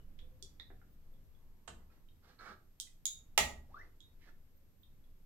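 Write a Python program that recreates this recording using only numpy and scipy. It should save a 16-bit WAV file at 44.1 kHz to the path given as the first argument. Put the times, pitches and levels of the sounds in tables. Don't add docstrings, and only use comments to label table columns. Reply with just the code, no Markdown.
import sys
import numpy as np
from scipy import signal
from scipy.fft import rfft, irfft, next_fast_len
from scipy.io import wavfile
from scipy.ndimage import uniform_filter1d

SR = 44100
rng = np.random.default_rng(int(sys.argv[2]) if len(sys.argv) > 2 else 0)


def file_out(sig):
    cols = np.atleast_2d(sig).T
    lim = np.clip(cols, -1, 1)
    pcm = np.round(lim * 32767).astype(np.int16)
    wavfile.write(sys.argv[1], SR, pcm)


def elevation(decibels):
    levels = np.asarray(decibels, float)
    return 10 ** (levels / 20)


N = 231611
TIME = np.arange(N) / SR

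# (freq_hz, level_db, t60_s)
PIN = (0.36, [(590, -57.5), (1000, -33), (1550, -16), (2870, -10), (3500, 2), (4100, -17.5), (8000, -29),
       (11000, -81)], [(3500, -3, 0.067), (2950, -17, 0.012)])
CLIP = (1.26, [(300, -36), (500, -15.5), (1600, -14), (1890, 1.5), (3000, -27), (3620, 10.5), (4400, -12),
        (10000, -39)], [(3650, -13, .015), (3860, -3, 0.008), (2080, -21, 0.0089)])
CUFF = (0.59, [(880, -69), (1500, -36), (2620, -29), (3280, -9.5), (4400, -4.5), (5900, -1), (7100, -4.5),
        (15500, -26.5)], [(6910, -6, .025), (5960, -7, 0.033), (4460, -5, 0.011), (3400, -6, 0.022)])
JOINT = (.3, [(1500, -61.5), (2160, -22), (3000, -29), (3600, -5), (5800, -12.5), (6680, 4.5), (7400, -8),
         (16000, -23)], [(3740, -18.5, .25), (3628, -18, 0.24), (4082, -14.5, 0.064), (4032, 2.5, .016),
         (3480, -4.5, 0.0091), (6780, -12, .24), (6842, -12.5, .18), (6300, -6, 0.013), (2844, -22.5, 0.11),
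         (2350, -22, 0.088)])
HEEL = (2.5, [(120, -39), (200, -9.5), (397, -5.5), (700, -17), (1230, -22), (1680, -12.5), (5000, -58),
        (11000, -120)], [(390, 0, .05), (753, 1.5, 0.2)])
TOE = (0.58, [(350, -44), (738, -1), (1090, -20), (1380, 4), (2100, -13), (4000, -40), (8800, -110)],
       [(1450, -6, .027)])
TIP = (9, [(240, -38), (450, 5.5), (1590, 5.5), (2300, -6.5), (2790, 3.5), (5310, -10), (7670, 0),
       (15500, -42)], [(2710, -8, .02), (3110, 8, 0.024), (4200, -11, .03), (530, -3, 0.019),
       (890, -8, 0.018), (1450, -3, 0.022)])
SHAFT = (0.68, [(150, -32), (420, -12), (830, -3.5), (1600, -10.5), (2050, -1), (4600, -11), (6500, -10),
         (16000, -24)], [(844.4, -2, 0.068), (1274.6, 10.5, 0.017), (1914, -14, 0.45), (2070, -12.5, 0.14),
         (2656, 2, 0.0094), (3726, -22, .18), (6413, -15.5, .1), (6800, -15.5, 0.13), (7300, -3.5, .037)])
CLASP = (.16, [(880, -61), (1500, -30.5), (2600, -31.5), (3220, 4), (4240, -5.5), (7600, -1.5),
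         (10000, -10), (16000, -25.5)], [(3215, -0.5, .012), (4332, -4.5, .015), (5240, -6.5, 0.011),
         (6984, -2.5, 0.027), (8300, -10, .02), (14370, -15, 0.071)])
BUTTON = (.81, [(1470, -71), (2500, -42), (3290, -6), (4200, -8), (5790, -8), (6790, -5), (12000, -29),
          (20000, -100)], [(3400, 3.5, 0.018), (3735, -7, 0.13), (6930, -14.5, .08)])


def on_log(table, hz):
    table_hz, value = np.transpose(table)
    return np.interp(np.log(np.maximum(hz, 1)), np.log(table_hz), value)


def unit(x):
    return x / np.sqrt(np.mean(x ** 2))


def colour(x, gain):
    size = next_fast_len(x.shape[-1])
    cepstrum = irfft(np.log(gain(np.fft.rfftfreq(size, 1 / SR)) + 1e-9), size)
    cepstrum[1:size // 2] *= 2
    cepstrum[size // 2 + 1:] = 0
    return irfft(rfft(x, size) * np.exp(rfft(cepstrum)), size)[..., :x.shape[-1]]


def decay(t, t60_s):
    return np.exp(-np.log(1000) * t / t60_s)


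def ring(t, hz, t60_s):
    return np.sin(2 * np.pi * hz * t) * decay(t, t60_s)


def sweep(hz):
    return 2 * np.pi * np.cumsum(hz) / SR


def pan(db):
    return elevation(np.array([[db], [-db]]) / 2)


def add(track, at_s, sound, pan_db):
    i = int(at_s * SR)
    part = sound[:N - i]
    track[:, i:i + len(part)] += part * pan(pan_db)


def walk(rate_hz):
    k = int(SR / rate_hz)
    steps = np.repeat(rng.standard_normal(N // k + 1), k)
    return 0.94 * uniform_filter1d(uniform_filter1d(steps, k), k)[:N]


def fade(start_s, end_s, edge_s):
    return np.clip(np.minimum(TIME - start_s, end_s - TIME) / edge_s, 0, 1)


def air():
    # freq_hz, level_db_per_hz
    spectrum = [(9, -26.5), (15, 5.5), (40, -21.5), (65, -16.5), (180, -27.5), (750, -45), (3300, -53),
                (15500, -59.5)]
    # freq_hz, likeness_0_to_1
    likeness = [(30, .92), (80, 0.98), (200, 1), (1000, 0.22), (5000, .05)]
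    # time_s, level_db
    rumble = [(0, -0.5), (2.2, -2), (3.7, 0.5), (4.4, -1), (5.25, -3.5)]
    # freq_hz, level_db
    whine_tones = [(11806, -85.5)]
    # multiple_of_100_hz, level_db
    buzz_tones = [(8, -99), (9, -93.5), (10, -95.5), (11, -95)]
    level_db, top_hz, buzz_hz = -56.5, 15800, 100

    size = next_fast_len(N)
    f = np.fft.rfftfreq(size, 1 / SR)
    swell_db = np.interp(TIME, *np.transpose(rumble)) + 2.9 * walk(2.9)
    like = np.clip(on_log(likeness, f), 0, 1)
    tone = elevation(on_log(spectrum, f)) / np.hypot(1, (f / top_hz) ** 150)
    mid, side = rfft(rng.standard_normal((2, size))) * tone * np.sqrt([1 + like, 1 - like])
    place = 2 * np.log2(np.clip(f, 20, 20 * 2 ** 9.5) / 20)
    noise = 0
    for band in range(20):
        share = np.clip(1 - np.abs(place - band), 0, 1)
        depth = np.clip(1.3 - band / 14, .1, 1)
        part = irfft([(mid + side) * share, (mid - side) * share], size)[:, :N]
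        noise = noise + elevation(depth * (swell_db + 0.63 * walk(10))) * part
    whine = sum(elevation(db + 3.5) * np.sin(2 * np.pi * hz * TIME) for hz, db in whine_tones)
    buzz = sum(elevation(db + 6.0) * np.sin(2 * np.pi * k * buzz_hz * TIME) for k, db in buzz_tones)
    return elevation(level_db) * unit(noise) + whine + fade(1.36, 2.05, 0.02) * buzz


def whistles():
    # start_s, length_s, first_hz, last_hz, level_db
    glides = [
        (.89, .08, 14800, 14850, -78),
        (.99, .07, 14700, 14800, -87),
        (1.085, .09, 13600, 12700, -85),
        (4.542, 0.068, 13500, 14200, -75.5),
        (4.593, .09, 14590, 16000, -85),
        (4.76, .16, 15300, 15280, -80),
        (4.736, 0.13, 14700, 13600, -89),
    ]
    out = 0
    for start_s, length_s, first_hz, last_hz, db in glides:
        hz = np.interp(TIME, [start_s, start_s + length_s], [first_hz, last_hz]) + 110 * walk(150)
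        swell = fade(start_s, start_s + length_s, length_s / 2) ** 2
        out = out + swell * elevation(db + 8 + 4.7 * walk(40)) * np.sin(sweep(hz))
    return out


def thuds():
    # start_s, level_db, freq_hz, t60_s
    knocks = [
        (.22, -70, 519, 1.),
        (.423, -65.5, 393, 0.17),
        (.76, -60, 95, 0.42),
        (1.119, -71.5, 530, .3),
        (2.1, -62, 68.4, 0.59),
        (2.481, -55, 206, 0.19),
        (3.718, -70, 110.2, 0.37),
        (4.55, -81, 548, 0.97),
    ]
    # start_s, level_db, tilt_db_per_octave
    landings = [
        (1.681, -57.5, 0),
        (3.381, -45, -0.5),
    ]
    # freq_hz, level_db, t60_s
    slab = [(30.87, -5, 0.56), (68, 1.5, 0.93), (95, -10, .7), (119.5, -6, 0.44), (187.6, -6, 0.64),
            (240.6, -9, 0.94), (331, -5, 0.33)]
    side_db = -10

    out, t = np.zeros((2, N)), TIME[:SR]
    booms = [(at_s, db + mode_db + tilt_db * np.log2(hz / 100), hz, t60_s)
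             for at_s, db, tilt_db in landings for hz, mode_db, t60_s in slab]
    for at_s, db, hz, t60_s in knocks + booms:
        mid, side = (sum(ring(t + lead / hz, hz + 11 * detune, np.inf) for detune, lead in draw)
                     for draw in rng.standard_normal((2, 5, 2)))
        swell = elevation(db - 4.0) * (1 - np.exp(-t * hz / 1.6)) * decay(t, t60_s)
        side_gain = elevation(side_db) * hz / 100 / (1 + hz / 300)
        boom = swell * (mid + side_gain * side * np.array([[1], [-1]]))
        i = int(at_s * SR)
        out[:, i:i + SR] += boom[:, :N - i]
    return out


def scuffs():
    # start_s, length_s, level_db, stiffness_ratio, rumble_share_db
    drags = [
        (1.023, 0.18, -89.5, 0.34, 12.5),
        (1.75, .12, -85, 1.3, 12),
        (1.883, 0.13, -78.5, 1.22, 2),
        (2.212, 0.11, -65.5, 0.93, -3),
        (2.258, 0.13, -67, 1.02, -4),
        (2.373, 0.19, -51, .98, -8.5),
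        (3.675, 0.24, -76.5, 1.16, 9.5),
        (4.185, 0.0984, -65, 1.36, -25),
        (4.24, 0.089, -60.5, 1.12, -4),
    ]
    # freq_hz, width_hz, level_db
    sole_modes = [(755.5, 140, -12.5), (1212, 250, -2.5), (1340, 85, -0.5), (1560, 190, 1.5),
                  (1705, 83, -11), (1900, 320, -10.5), (2290, 98, -4)]
    # freq_hz, level_db_per_hz
    pile = [(1470, -59), (2500, -1), (3450, -0.5), (4260, 3), (6980, -10), (9710, -17), (15000, -26.5)]
    attack_s, release_s, sag_db = 0.038, 0.04, -5

    tugs = rng.standard_normal((3, N))
    bursts_db = 1.2 * rng.exponential(size=(3, N // 64 + 1)).clip(0, 2.5)
    tugs = tugs * elevation(bursts_db.repeat(64, axis=1)[:, :N])
    hiss = unit(colour(tugs[1], lambda f: elevation(on_log(pile, f))))
    floor = unit(colour(tugs[2], lambda f: np.sqrt(f / 300) / (1 + (f / 700) ** 3)))
    out, uneven_db = 0, 2.5 * walk(45)
    for start_s, length_s, db, stiffness, rumble_db in drags:
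        sole = unit(colour(tugs[0], lambda f: sum(
            elevation(mode_db) / np.hypot(1, 2 * (f / stiffness - hz) / width_hz) ** 2
            for hz, width_hz, mode_db in sole_modes)))
        done = np.clip((TIME - start_s) / length_s, 0, 1)
        edges = np.minimum(done * length_s / attack_s, (1 - done) * length_s / release_s)
        press = np.clip(edges, 0, 1) ** 2 * elevation(db - 4.0 + sag_db * done + uneven_db)
        hiss_db = -9.5 + 3.5 - 0.4551 * (max(db, -70) + 64.5)
        out = out + press * (sole + hiss * elevation(hiss_db) + floor * elevation(rumble_db))
    return out * pan(-10)


def squeak():
    creep_s, grab_s, free_s = 3.68, 3.742, 3.828
    grab_hz, slip_hz_per_s = 1116, 11500
    creep_db, slip_db, chirp_db, chirp_s = -68.5, -60.5, -38.5, 0.0053

    since_s = TIME - grab_s
    rate_hz = grab_hz + slip_hz_per_s * np.clip(since_s, -.1, .1)
    phase = sweep(rate_hz * (1 + 0.043 * walk(260)))
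    slip = elevation(slip_db) + elevation(chirp_db) * np.exp(-np.abs(since_s) / chirp_s)
    load = elevation(creep_db) + np.clip(since_s / 0.0032, 0, 1) * slip
    grip = fade(creep_s, free_s, 0.008) * load * elevation(5.1 * walk(200))
    return grip * (np.sin(phase) + elevation(-26.5) * np.sin(3 * phase)) * pan(3)


def ticks():
    # start_s, peak_db, freq_hz, t60_s, partner_mode_ratio
    touches = [
        (1.139, -80, 3500, .032, .96),
        (1.349, -80, 3400, 0.02, 1),
        (1.901, -75, 1340, 0.049, 1.85),
        (2.087, -68.5, 3150, 0.016, 1.18),
        (2.39, -64, 4200, 0.065, 1.07),
        (4.833, -67, 3650, 0.05, 0.91),
        (5.04, -81, 3400, .041, 1.13),
        (.001, -71, 1450, .013, 2.03),
        (2.871, -68.5, 2016, .033, 1.24),
        (3.79, -75.5, 5710, 0.065, 0.65),
    ]
    partner_db, partner_t60_s, grit_db, grit_s = -6, 0.044, -21.5, 0.00033

    out, t = np.zeros((2, N)), TIME[:SR // 2]
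    for at_s, db, hz, t60_s, ratio in touches:
        modes = ring(t, hz, t60_s) + elevation(partner_db) * ring(t, hz * ratio, partner_t60_s)
        grit = np.diff(rng.standard_normal(len(t) + 1)) * np.exp(-t / grit_s)
        push = 1 - np.exp(-t * hz / 0.89)
        add(out, at_s, elevation(db) * (push * modes + elevation(grit_db) * grit), pan_db=-22)
    return out


def clacks():
    # start_s, peak_db, left_minus_right_db, ring_db, contact_ms, struck part
    blows = [
        (.189, -57.5, -23.5, 0, 4.5, PIN),
        (.4253, -41.5, -23.5, -8.5, 0.65, CUFF),
        (0.5969, -47.5, -25, -12, 2.3, CLIP),
        (.701, -55, -9, -23, 5.6, HEEL),
        (.815, -62, -11, -14, 1.8, TOE),
        (1.675, -43.5, -18.5, -17, 3.3, TIP),
        (2.800, -30.5, -18.5, -16, 0.86, CLASP),
        (3.055, -23, -16, -15, 1.28, JOINT),
        (3.377, -11, -11, -17.5, 2.6, SHAFT),
        (4.004, -64, -21, -1, 1.9, BUTTON),
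    ]
    longest_ring_s = .3

    out, t = np.zeros((2, N)), TIME[:SR // 2]
    rattle_db = 9 * walk(90)
    for at_s, db, pan_db, ring_db, contact_ms, (rise_ms, tone, modes) in blows:
        rise = 1 - np.exp(-(t * 1000 / rise_ms) ** 2)
        contact = rng.standard_normal(len(t)) * rise * np.exp(-t * 1000 / contact_ms)
        own = np.sqrt(uniform_filter1d(np.abs(rfft(contact)) ** 2, size=150))
        own_hz = 2 * np.arange(len(own))
        crack = colour(contact, lambda f: elevation(on_log(tone, f)) / np.interp(f, own_hz, own))
        tube = 0
        for hz, mode_db, t60_s in modes:
            flutter_db = np.roll(rattle_db, int(9 * hz + at_s * SR))[:len(t)]
            tube = tube + elevation(mode_db + flutter_db) * ring(t, hz, min(t60_s, longest_ring_s))
        blow = crack / np.abs(crack).max() + elevation(ring_db) * rise * tube
        add(out, at_s, elevation(db) * blow, pan_db)
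    return out


def room(x):
    # delay_ms, level_db
    echoes = [(2.5, -13), (5.5, -13), (10, -8), (12, -11), (22, -12), (28, -15)]
    # freq_hz, t60_s
    room_t60 = [(100, 1), (400, 0.45), (1200, .3), (4000, 0.28), (12000, 0.27)]
    tail_db = -0.5

    t = TIME[:SR * 3 // 4]
    f = np.fft.rfftfreq(len(t), 1 / SR)
    noise = rfft(rng.standard_normal((2, len(t))))
    near = 1 / (1 + (f / 450) ** 2)
    noise[0] = near * noise[1] + np.sqrt(1 - near ** 2) * noise[0]
    place = np.log2(np.clip(f, 60, 60 * 2 ** 8) / 60)
    tail = 0
    for band in range(9):
        share = np.clip(1 - np.abs(place - band), 0, 1)
        tail = tail + irfft(noise * share, len(t)) * decay(t, on_log(room_t60, 60 * 2 ** band))
    clumps = elevation(3.2 * walk(350)[:len(t)] * np.exp(-t / 0.028))
    tail = tail * clumps * (1 - np.exp(-(t / 0.0058) ** 2))
    answer = elevation(tail_db) * tail / np.sqrt(np.sum(tail ** 2, axis=1, keepdims=True))
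    spread = rng.integers(-9, 10, (len(echoes), 2))
    for (delay_ms, db), shift in zip(echoes, spread):
        answer[[0, 1], int(delay_ms * SR / 1000) + shift] += elevation(db)
    return signal.fftconvolve(x.mean(axis=0, keepdims=True), answer, axes=1)[:, :N]


def scene():
    port_lag_samples = 4
    drag_room_db = -5
    struck = clacks() + ticks()
    dragged = scuffs() + squeak()
    ports = struck + dragged + thuds() + whistles() + air()
    ports[0] = np.roll(ports[0], port_lag_samples)
    return ports + room(struck + elevation(drag_room_db) * dragged) * pan(-2.4)


def band_limit(x):
    return signal.sosfilt(signal.butter(12, 16830, fs=SR, output="sos"), x)


def record(dry):
    return band_limit(dry)


dry = scene()
out = record(dry)
file_out(out)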